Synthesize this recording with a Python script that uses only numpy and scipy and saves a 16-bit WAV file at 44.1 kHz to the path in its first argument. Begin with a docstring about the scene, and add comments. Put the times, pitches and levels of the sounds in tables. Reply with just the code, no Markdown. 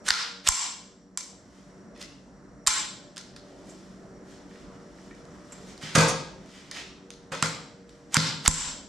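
"""A rifle's bolt and trigger are worked by hand over a bench in a concrete garage with the door half open.
Steel snaps on steel as impacts exciting damped modes; the butt set down on the bench drives its modes too.
Hands and the sliding bolt rub as grains of friction noise; outdoor rumble, hiss and hums drift in.
Shaped noise gives the garage echo, and a small recorder limits its treble hard after loud clicks."""
import sys
import numpy as np
from scipy import signal
from scipy.fft import rfft, irfft
from scipy.io import wavfile
from scipy.ndimage import uniform_filter1d

SR = 44100
rng = np.random.default_rng(int(sys.argv[2]) if len(sys.argv) > 2 else 0)


def unload_wav(signal):
    """Save mono or channel-first audio to the path in sys.argv[1] as 16-bit WAV at rate SR, clipped to [-1, 1]."""
    wavfile.write(
        sys.argv[1],
        SR,
        np.round(np.clip(np.atleast_2d(signal).T, -1, 1) * 32767).astype(np.int16),
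    )


N = 391608   # samples


def from_db(db):
    """Logarithmic level: decibels to amplitude gain."""
    return 10 ** (np.asarray(db) / 20)


def rms_one(x):
    """Normalisation: scale to unit rms."""
    return x / np.sqrt(np.mean(x ** 2) + 1e-20)


def at_hz(points, hz):
    """Logarithmic frequency: interpolate a table of (f/Hz, value) along a log-frequency axis."""
    f_hz, value = np.transpose(points)
    return np.interp(np.log(hz), np.log(f_hz), value)


def butter(x, order, hz, kind="low"):
    """Maximally flat filtering: Butterworth low-pass, high-pass or band-pass."""
    return signal.sosfilt(signal.butter(order, hz, kind, fs=SR, output="sos"), x)


def drift(rate_hz):
    """Random modulation: white noise through a double real pole, scaled to unit rms."""
    step = 40   # samples between computed points
    pole = np.exp(-2 * np.pi * rate_hz * step / SR)
    white = rng.standard_normal(N // step + 2002)
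    slow = signal.lfilter([1], [1, -2 * pole, pole ** 2], white)[2000:]   # start-up dropped
    return np.interp(np.arange(N) / step, np.arange(len(slow)), rms_one(slow))


def ring(x, hz, t60):
    """Damped resonance: a unit impulse sets off a decaying sine of initial height 1."""
    radius = from_db(-60 / (t60 * SR))
    omega = 2 * np.pi * hz / SR
    feedback = [1, -2 * radius * np.cos(omega), radius ** 2]
    return signal.lfilter([0, np.sin(omega)], feedback, x + 1e-18)


# likeness of left and right in diffuse sound: (f/Hz, correlation)
STEREO_LIKENESS = [(60, 1), (550, 0.85), (1650, 0.53), (4970, 0.68), (15000, 0.274)]


def noise_bands(size):
    """Interchannel coherence: yields (f/Hz, stereo half-octave noise), mid and side mixed to the set likeness."""
    edges = 22 * 2 ** np.arange(0, 9.9, .5)
    white = rng.standard_normal((2, 2, size))   # neighbouring bands take different noise
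    for k, (low, high) in enumerate(zip(edges, edges[1:])):
        centre = np.sqrt(low * high)
        mid, side = butter(white[k % 2], 2, [low, high], "band")
        alike = at_hz(STEREO_LIKENESS, centre)
        yield centre, np.sqrt(1 + alike) * mid + np.sqrt(1 - alike) * side * [[1], [-1]]


# spectral density of the outdoor noise: (f/Hz, relative level/dB per Hz)
OUTDOOR_SPECTRUM = [(25, -27), (49, 1.5), (93, -9.5), (176, 3), (383, -4), (475, -12.5), (709, -2),
                    (833, -14.5), (1540, -13), (3090, -50), (5720, -22), (9270, -41.5), (15000, -71)]
# course of the outdoor level: (t/s, level/dB)
OUTDOOR_SWELL = [(0, -46), (0.599, -56), (1.201, -55.5), (1.8, -51), (2.503, -51.5), (4.302, -49.5),
                 (4.9, -49), (5.795, -49.5), (6.8, -51), (8.88, -52.5)]
# narrow humming bands: (f/Hz, nominal width/Hz, level/dB against the outdoor noise)
HUM_BANDS = [(190, 22, -6), (285, 16, -10.5), (381.7, 4, -10.5), (472.7, 4.6, -12), (587, 6, -13.5),
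             (5630, 210, -21.5)]


def outdoors():
    """Modulated band noise: rumble and hiss swell in patches, lows most, with a few wavering hums."""
    together = drift(0.95)
    wash = 0
    for hz, band in noise_bands(size=N):
        swell_db = 1.7 * together + 2.0 * drift(4.0)
        depth = min(1, 640.0 / hz) ** .5   # treble swells less
        wash = wash + from_db(at_hz(OUTDOOR_SPECTRUM, hz) + swell_db * depth) * band
    white = rng.standard_normal(N)
    # noise through a narrow resonance wavers
    hums = sum(from_db(db) * rms_one(ring(white, hz, 9.2 / width)) for hz, width, db in HUM_BANDS)
    level_db = np.interp(np.arange(N) / SR, *np.transpose(OUTDOOR_SWELL))
    return from_db(level_db) * (rms_one(wash) + hums)


# reverberation time of the garage: (f/Hz, t60/s)
GARAGE_DECAY = [(100, 0.62), (500, 0.73), (1500, 0.51), (4000, 0.63), (8000, 0.48), (14000, 0.3)]
# initial colour of the echo: (f/Hz, relative level/dB)
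GARAGE_TONE = [(100, -1), (700, -2.5), (2000, 3.5), (5000, 5.5), (8000, 0), (14000, -1)]


def garage(x):
    """Diffuse reverberation: convolve with noise, lumpy with early reflections, dying band by band."""
    time = np.arange(SR) / SR
    tail = 0
    for hz, band in noise_bands(size=SR):
        decay_db = 60 * time / at_hz(GARAGE_DECAY, hz)
        tail = tail + from_db(at_hz(GARAGE_TONE, hz) - decay_db) * band
    onset = np.clip((time - .003) / 0.0016, 0, 1)   # silent 3 ms, then builds up over 1.6 ms
    lumps_db = 5.04 * np.exp(-time / .06) * drift(120)[:SR]
    tail = tail * onset * from_db(lumps_db)
    tail = tail / np.sqrt(np.sum(tail ** 2) / 2)   # unit energy per channel on average
    return signal.oaconvolve(x[None], tail, axes=1)[:, :N]


# spectral density of friction: (f/Hz, relative level/dB per Hz)
RUB_SPECTRUM = [(480, -18.5), (1020, -15.5), (1660, -12), (4130, -14.5), (7470, -14.5), (15000, -34.5)]
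# bolt slides into its stop: (t/s of the stop, relative level/dB at the stop)
BOLT_SLIDES = [(0.4769, -24), (2.017, -41), (5.949, -47), (8.145, -31.5), (8.457, -32.5)]
SLIDE_RISE_DB_PER_S = 1001
# hands and cloth on the stock: (t/s of the peak, relative level/dB, swell/s, fade/s, bright share 0-1);
# swell and fade each span 20 dB
HAND_RUSTLES = [(0.068, -35, 0.016, 0.052, 0.6), (1.55, -73, 0.24, 0.4, 0.73),
                (1.963, -62, 0.021, 0.019, 0), (3.46, -72.5, 0.11, 1, 0.43), (3.7, -71.5, 0.19, 0.43, 1),
                (4.3, -63.5, 0.061, 0.15, 0.6), (4.52, -67.5, 0.097, 1, 0.42),
                (4.98, -73, 0.056, 0.57, 0.73), (5.531, -66.5, 0.23, 0.33, 0.78),
                (5.68, -57.5, 0.059, 0.1, 0.53), (5.822, -46.5, 0.02, 0.1, 0.33),
                (5.856, -53.5, 0.028, 0.16, 0.18), (6.57, -58, 0.23, 0.14, 0.36),
                (6.767, -46, 0.059, 0.079, 0.28), (7.322, -50, 0.0092, 0.25, 0),
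                (7.9, -71.5, .055, 0.48, 0.5)]
BRIGHT_FROM_HZ = 3700


def rubbing():
    """Stick-slip friction: dense uneven grains under each slide and rustle; cloth hisses brighter than palms."""
    time = np.arange(N) / SR
    grains = rng.standard_normal(N) * from_db(2.8 * drift(200) + 1.2 * drift(24))
    hz = np.maximum(np.arange(N // 2 + 1) * SR / N, 1)
    grains = rms_one(irfft(rfft(grains) * from_db(at_hz(RUB_SPECTRUM, hz)), N))
    dull = 2 * butter(grains, 1, BRIGHT_FROM_HZ)
    bright = 2 * grains - dull
    out = np.zeros(N)
    for stop_s, db in BOLT_SLIDES:
        rise_db = db - SLIDE_RISE_DB_PER_S * np.abs(stop_s - time)
        out += grains * from_db(rise_db) * (time < stop_s)   # silent from the stop on
    for peak_s, db, swell_s, fade_s, share in HAND_RUSTLES:
        away = np.maximum((peak_s - time) / swell_s, (time - peak_s) / fade_s)
        level = from_db(np.maximum(db - 20 * away, -200))
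        out += level * (share * bright + (1 - share) * dull)
    return out


WAYS = 3   # separate paths into the room


def strike(times, levels_db, modes, contact_s, scatter_db):
    """Modal superposition: each blow feeds every mode (a column of levels_db) with its own strength.
    Row 0 is heard directly, as an uneven dying chatter; the other rows leave on different ways into the room."""
    steps = np.arange(round(5 * np.max(contact_s) * SR) + 200)
    at = np.round(np.array(times) * SR).astype(int)[:, None] + steps
    fade = (steps + 1) ** 0.93 * np.exp(-steps / (np.reshape(contact_s, (-1, 1)) * SR))
    strengths = from_db(levels_db + rng.normal(0, scatter_db, levels_db.shape))
    out = np.zeros((1 + WAYS, N))
    for k, (hz, mode_db, t60) in enumerate(modes):
        chatter = rng.standard_normal(at.shape) * fade
        # the chatter gives the mode as much energy as one clean tap of that strength
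        tap_energy = np.sum(ring(steps == 0, hz, t60) ** 2)
        chatter_energy = np.sum(ring(chatter, hz, t60) ** 2, axis=1)
        gain = strengths[:, k] * np.sqrt(tap_energy / chatter_energy)
        force = np.zeros((2, N))   # direct chatter, single tap into the room
        np.add.at(force[0], at, chatter * gain[:, None])
        # long thin rings are heard mostly directly
        force[1, at[:, 0]] = strengths[:, k] * min(1, 0.076 / t60)
        # neighbouring modes beam in different directions
        out[[0, 1 + k % WAYS]] += from_db(mode_db) * ring(force, hz, t60)
    return out


# blows through the butt: (t/s, thud relative level/dB, boom relative level/dB, knock relative level/dB,
# decay constant of the rattle/s)
BUTT_BLOWS = [(5.835, -50, -39.5, -50, 0.0047), (5.9525, -55, -23, -10.5, 0.011),
              (5.977, -56, -16.5, -13.5, 0.024), (7.3166, -52, -41, -30.5, 0.012),
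              (7.426, -52, -28.5, -28, 0.0075), (8.1698, -42, -19, -24, 0.0027),
              (8.481, -11, -24, -33, 0.0016)]
# modes of the bench top and what lies on it: (f/Hz, relative level/dB, t60/s)
BENCH_MODES = [(472, -11.5, 0.51), (528.5, -11, 0.6), (598.3, -17, 0.26), (700, -9, 0.014),
               (913, -11, 0.049), (1084, -8.5, 0.036), (1237, -8.5, 0.044), (1305, -12, 0.22),
               (1528, -16, 0.13), (1645, -17, 0.11), (2020, -7.5, 0.0094), (2500, -10, 0.011),
               (3560, -3.5, 0.0026), (4640, -7.5, 0.0047), (7200, 6.5, 0.00093)]
# bench frame (first row) and top flexing: (f/Hz, relative level/dB, t60/s)
BOOM_MODES = [(52.6, 10, 0.021), (117.7, -14, 0.26), (149, -2, 0.14), (159.5, 2, 0.19), (215, -1.5, 0.14),
              (253.6, -4.5, 0.092)]


def bench():
    """Forced plate vibration: the butt pad drives the frame, the top's boom, and the knock of what lies on it."""
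    s, thud_db, boom_db, knock_db, rattle_s = np.transpose(BUTT_BLOWS)
    pushes = np.zeros((2, N))   # on the frame, on the top
    pushes[:, (s * SR).astype(int)] = -from_db([thud_db, boom_db])   # always downward
    pushes[1] = butter(pushes[1], 2, 85, "high")   # the top alone radiates no deep bass
    boom = np.zeros(N)
    for k, (hz, db, t60) in enumerate(BOOM_MODES):
        boom += from_db(db) * ring(pushes[min(k, 1)], hz, t60)
    boom = butter(boom, 2, 450)   # the pad is soft
    knock_levels = np.outer(knock_db, np.ones(len(BENCH_MODES)))
    return boom, strike(s, knock_levels, BENCH_MODES, rattle_s, scatter_db=2.5)


# steel contacts: (t/s, relative level/dB of the low, middle, high and locked modes, contact decay constant/ms)
STEEL_CLICKS = [(0.0797, -11.5, -17, -30, -30, 1.2), (0.0836, -29, -18, -10, -21, 0.5),
                (0.0868, -6.5, -6, -5, -6, 0.65), (0.1047, 5.5, 7.5, -3, -11, 1.214),
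                (0.4746, -17, -1, -18, -4.5, 0.34), (0.476, -28, -18, -17, -11, 0.38),
                (0.483, -31, -19, -21, -25, 0.31), (0.4873, 0, -12, 13, 16.5, 0.93),
                (1.1738, -28.5, -80.5, -7.5, -9.5, 0.58), (2.0125, -40, -22, -30, -37.5, 2.5),
                (2.6646, -16, -16.5, -13.5, -16.5, 1.36), (2.6715, -6.5, 4.5, 5, 10, 1.4),
                (2.6762, 2, -2, 5, 5, 1.6), (2.682, -7.5, -12.5, -1, -19, 2.43),
                (3.162, -49, -31, -31, -41.5, 0.74), (3.1685, -24, -24, -39, -32, 1.0),
                (3.178, -37, -20.5, -21, -26.5, 1.2), (3.3616, -34.5, -23, -34, -41, 2.1),
                (3.6886, -47, -59, -41, -31, 12), (5.5204, -39, -46, -40, -21.5, 4.7),
                (5.9496, 4, -14, 3, -20, 6.7), (6.0768, -17, -32, -2.5, -17, 11.4),
                (6.7126, -44, -16.5, -19.5, -31, 0.97), (7.1042, -43, -25, -24, -42, 0.42),
                (7.3171, -15.5, -30, -22, -23, 6.6), (7.4248, -2.5, -6.5, -5.5, -6, 1.25),
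                (7.8918, -45, -38, -48.5, -42, 1.2), (8.1432, -14, -8, 1, 2.5, 0.65),
                (8.149, 0, -21, -20, -21, 7.8), (8.1676, 2.5, 9, -2, -4, 0.94),
                (8.459, -8, -4.5, -16, -20, 1.59), (8.4777, 4.5, 2, 11.5, 14.5, 1.2)]
# tiny bright ticks of steel: (t/s, relative level/dB)
STEEL_TICKS = [(1.976, -40), (2.026, -28), (5.15, -44.5), (5.2522, -44), (5.7777, -33), (6.46, -42)]
TICK_DULL_DB, TICK_MS = -10, 0.56   # low and locked modes against the rest; contact decay constant
# damped broad modes give the snap, thin ones ring on: (f/Hz, relative level/dB, t60/s)
RIFLE_MODES = [(1058, -13.5, 0.016), (1013, -31, 0.04), (1399, -13.5, 0.051), (1560, -2.5, 0.0056),
               (2090, -4.5, 0.0035), (2334, -24.5, 0.025), (2420, 5, 0.000815), (3740, -2, 0.0019),
               (4330, -10, 0.0056), (4920, 3.5, 0.0014), (6220, -5, 0.0041), (6470, 0, 0.002),
               (7470, -22, 0.12), (7480, 0.5, 0.0051), (8740, -13.5, 0.013), (9490, -15, 0.016),
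               (12220, -26, 0.0027), (7650, -24.5, 0.04)]
# borders between low, middle and high modes: (f/Hz)
MODE_GROUP_EDGES = [2500, 6200]
# modes that sound when bolt and barrel are locked together: (row of RIFLE_MODES)
LOCKED_ROWS = [0, 1, 5, 12, 13, 17]
# a loose fitting rattles against the action: (t/s, relative level/dB)
FITTING_RATTLES = [(4.51, -45.5), (4.555, -40), (4.984, -44), (5.109, -35), (5.402, -46.5), (6.715, -29.5),
                   (6.767, -26.5), (6.777, -32.5), (6.787, -30.5)]
# modes of the loose fitting: (f/Hz, relative level/dB, t60/s)
FITTING_MODES = [(1840, -2, 0.03), (2300, -5, 0.017), (2920, -12, .008), (1290, -4, .006)]
SLIM_HZ = 863


def rifle():
    """Impact excitation: steel contacts ring the action, bolt and stock; so slim a body radiates no bass."""
    ticks = [(s, db + TICK_DULL_DB, db, db, db + TICK_DULL_DB, TICK_MS) for s, db in STEEL_TICKS]
    contacts = np.array(STEEL_CLICKS + ticks)
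    group = np.searchsorted(MODE_GROUP_EDGES, np.array(RIFLE_MODES)[:, 0])
    group[LOCKED_ROWS] = 3
    levels_db = contacts[:, 1 + group]
    rings = strike(contacts[:, 0], levels_db, RIFLE_MODES, contacts[:, 5] / 1000, scatter_db=1.6)
    s, db = np.transpose(FITTING_RATTLES)
    rattle_levels = np.outer(db, np.ones(len(FITTING_MODES)))
    rings += strike(s, rattle_levels, FITTING_MODES, 0.0014, scatter_db=0.0)
    return from_db(-5.0) * butter(rings, 6, SLIM_HZ, "high")


def scene():
    """Superposition of fields: near sources, their garage echo, and the outdoors, a touch earlier on the right."""
    boom, knock = bench()
    steel, rub, far = rifle(), rubbing(), outdoors()
    near = (steel[0] + from_db(3.0) * rub) * from_db([[-1.2], [1.2]])   # leans right
    near = near + knock[0] + boom
    ways = from_db(-5.0) * steel[1:] + from_db(8.5) * knock[1:]
    ways[0] += from_db(5.0) * rub + from_db(-3.0) * boom
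    echo = sum(garage(way) for way in ways) * from_db([[.3], [-.3]])
    far[0] = np.roll(far[0], 1)   # left one sample later
    return near + echo + far


CEILING_DB, SQUEEZE, RELEASE_DB_PER_S = -14.5, 0.89, 93   # SQUEEZE: share of the excess taken off


def limiter_db(treble):
    """Dynamic range compression: cut/dB from short-term power; click fronts slip through, release is steady."""
    power = uniform_filter1d(np.mean(treble ** 2, axis=0), round(0.00075 * SR))   # over 0.75 ms
    power_db = 10 * np.log10(np.abs(power) + 1e-18)
    over = np.maximum(power_db - CEILING_DB, 0) * SQUEEZE
    ramp = RELEASE_DB_PER_S * np.arange(N) / SR
    held = np.maximum.accumulate(over + ramp) - ramp   # peak hold that falls at the release rate
    close = np.exp(-1 / (0.0013 * SR))   # 1.3 ms smoothing
    return signal.lfilter([1 - close], [1, -close], held)


MIC_TOP_HZ, LEFT_BOTTOM_HZ, CROSSOVER_HZ = 10600, 45, 734
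CUTOFF_HZ = 16500   # stopband edge


def record(dry):
    """Nonlinear transduction: dull top, two-band limiter, bass bump under hard limiting, less deep bass
    on the left, soft clipping and a steep top cut."""
    dry = butter(dry, 2, MIC_TOP_HZ)
    bass = butter(dry, 2, CROSSOVER_HZ)
    treble = dry - bass
    cut_db = limiter_db(treble)
    treble = treble * from_db(-cut_db)
    # the bass band gives way less, and more slowly
    slow = np.exp(-1 / (.15 * SR))
    slow_cut_db = signal.lfilter([1 - slow], [1, -slow], cut_db)
    bass = bass * from_db(-.3 * cut_db - 0.64 * slow_cut_db)
    # a one-sided distortion grows with the cut; its bass part is the bump
    lopsided = -np.minimum(treble ** 2, 1) * (cut_db / 20) ** 3
    bump = butter(lopsided, 2, [20, 80], "band")
    out = bass + treble + bump * from_db(19.5)
    out[0] = butter(out[0], 1, LEFT_BOTTOM_HZ, "high")
    out = out / (1 + out ** 4) ** .25   # soft clipping
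    return signal.sosfilt(signal.cheby2(14, 90, CUTOFF_HZ, fs=SR, output="sos"), out)


dry = scene()
out = record(dry)
unload_wav(out)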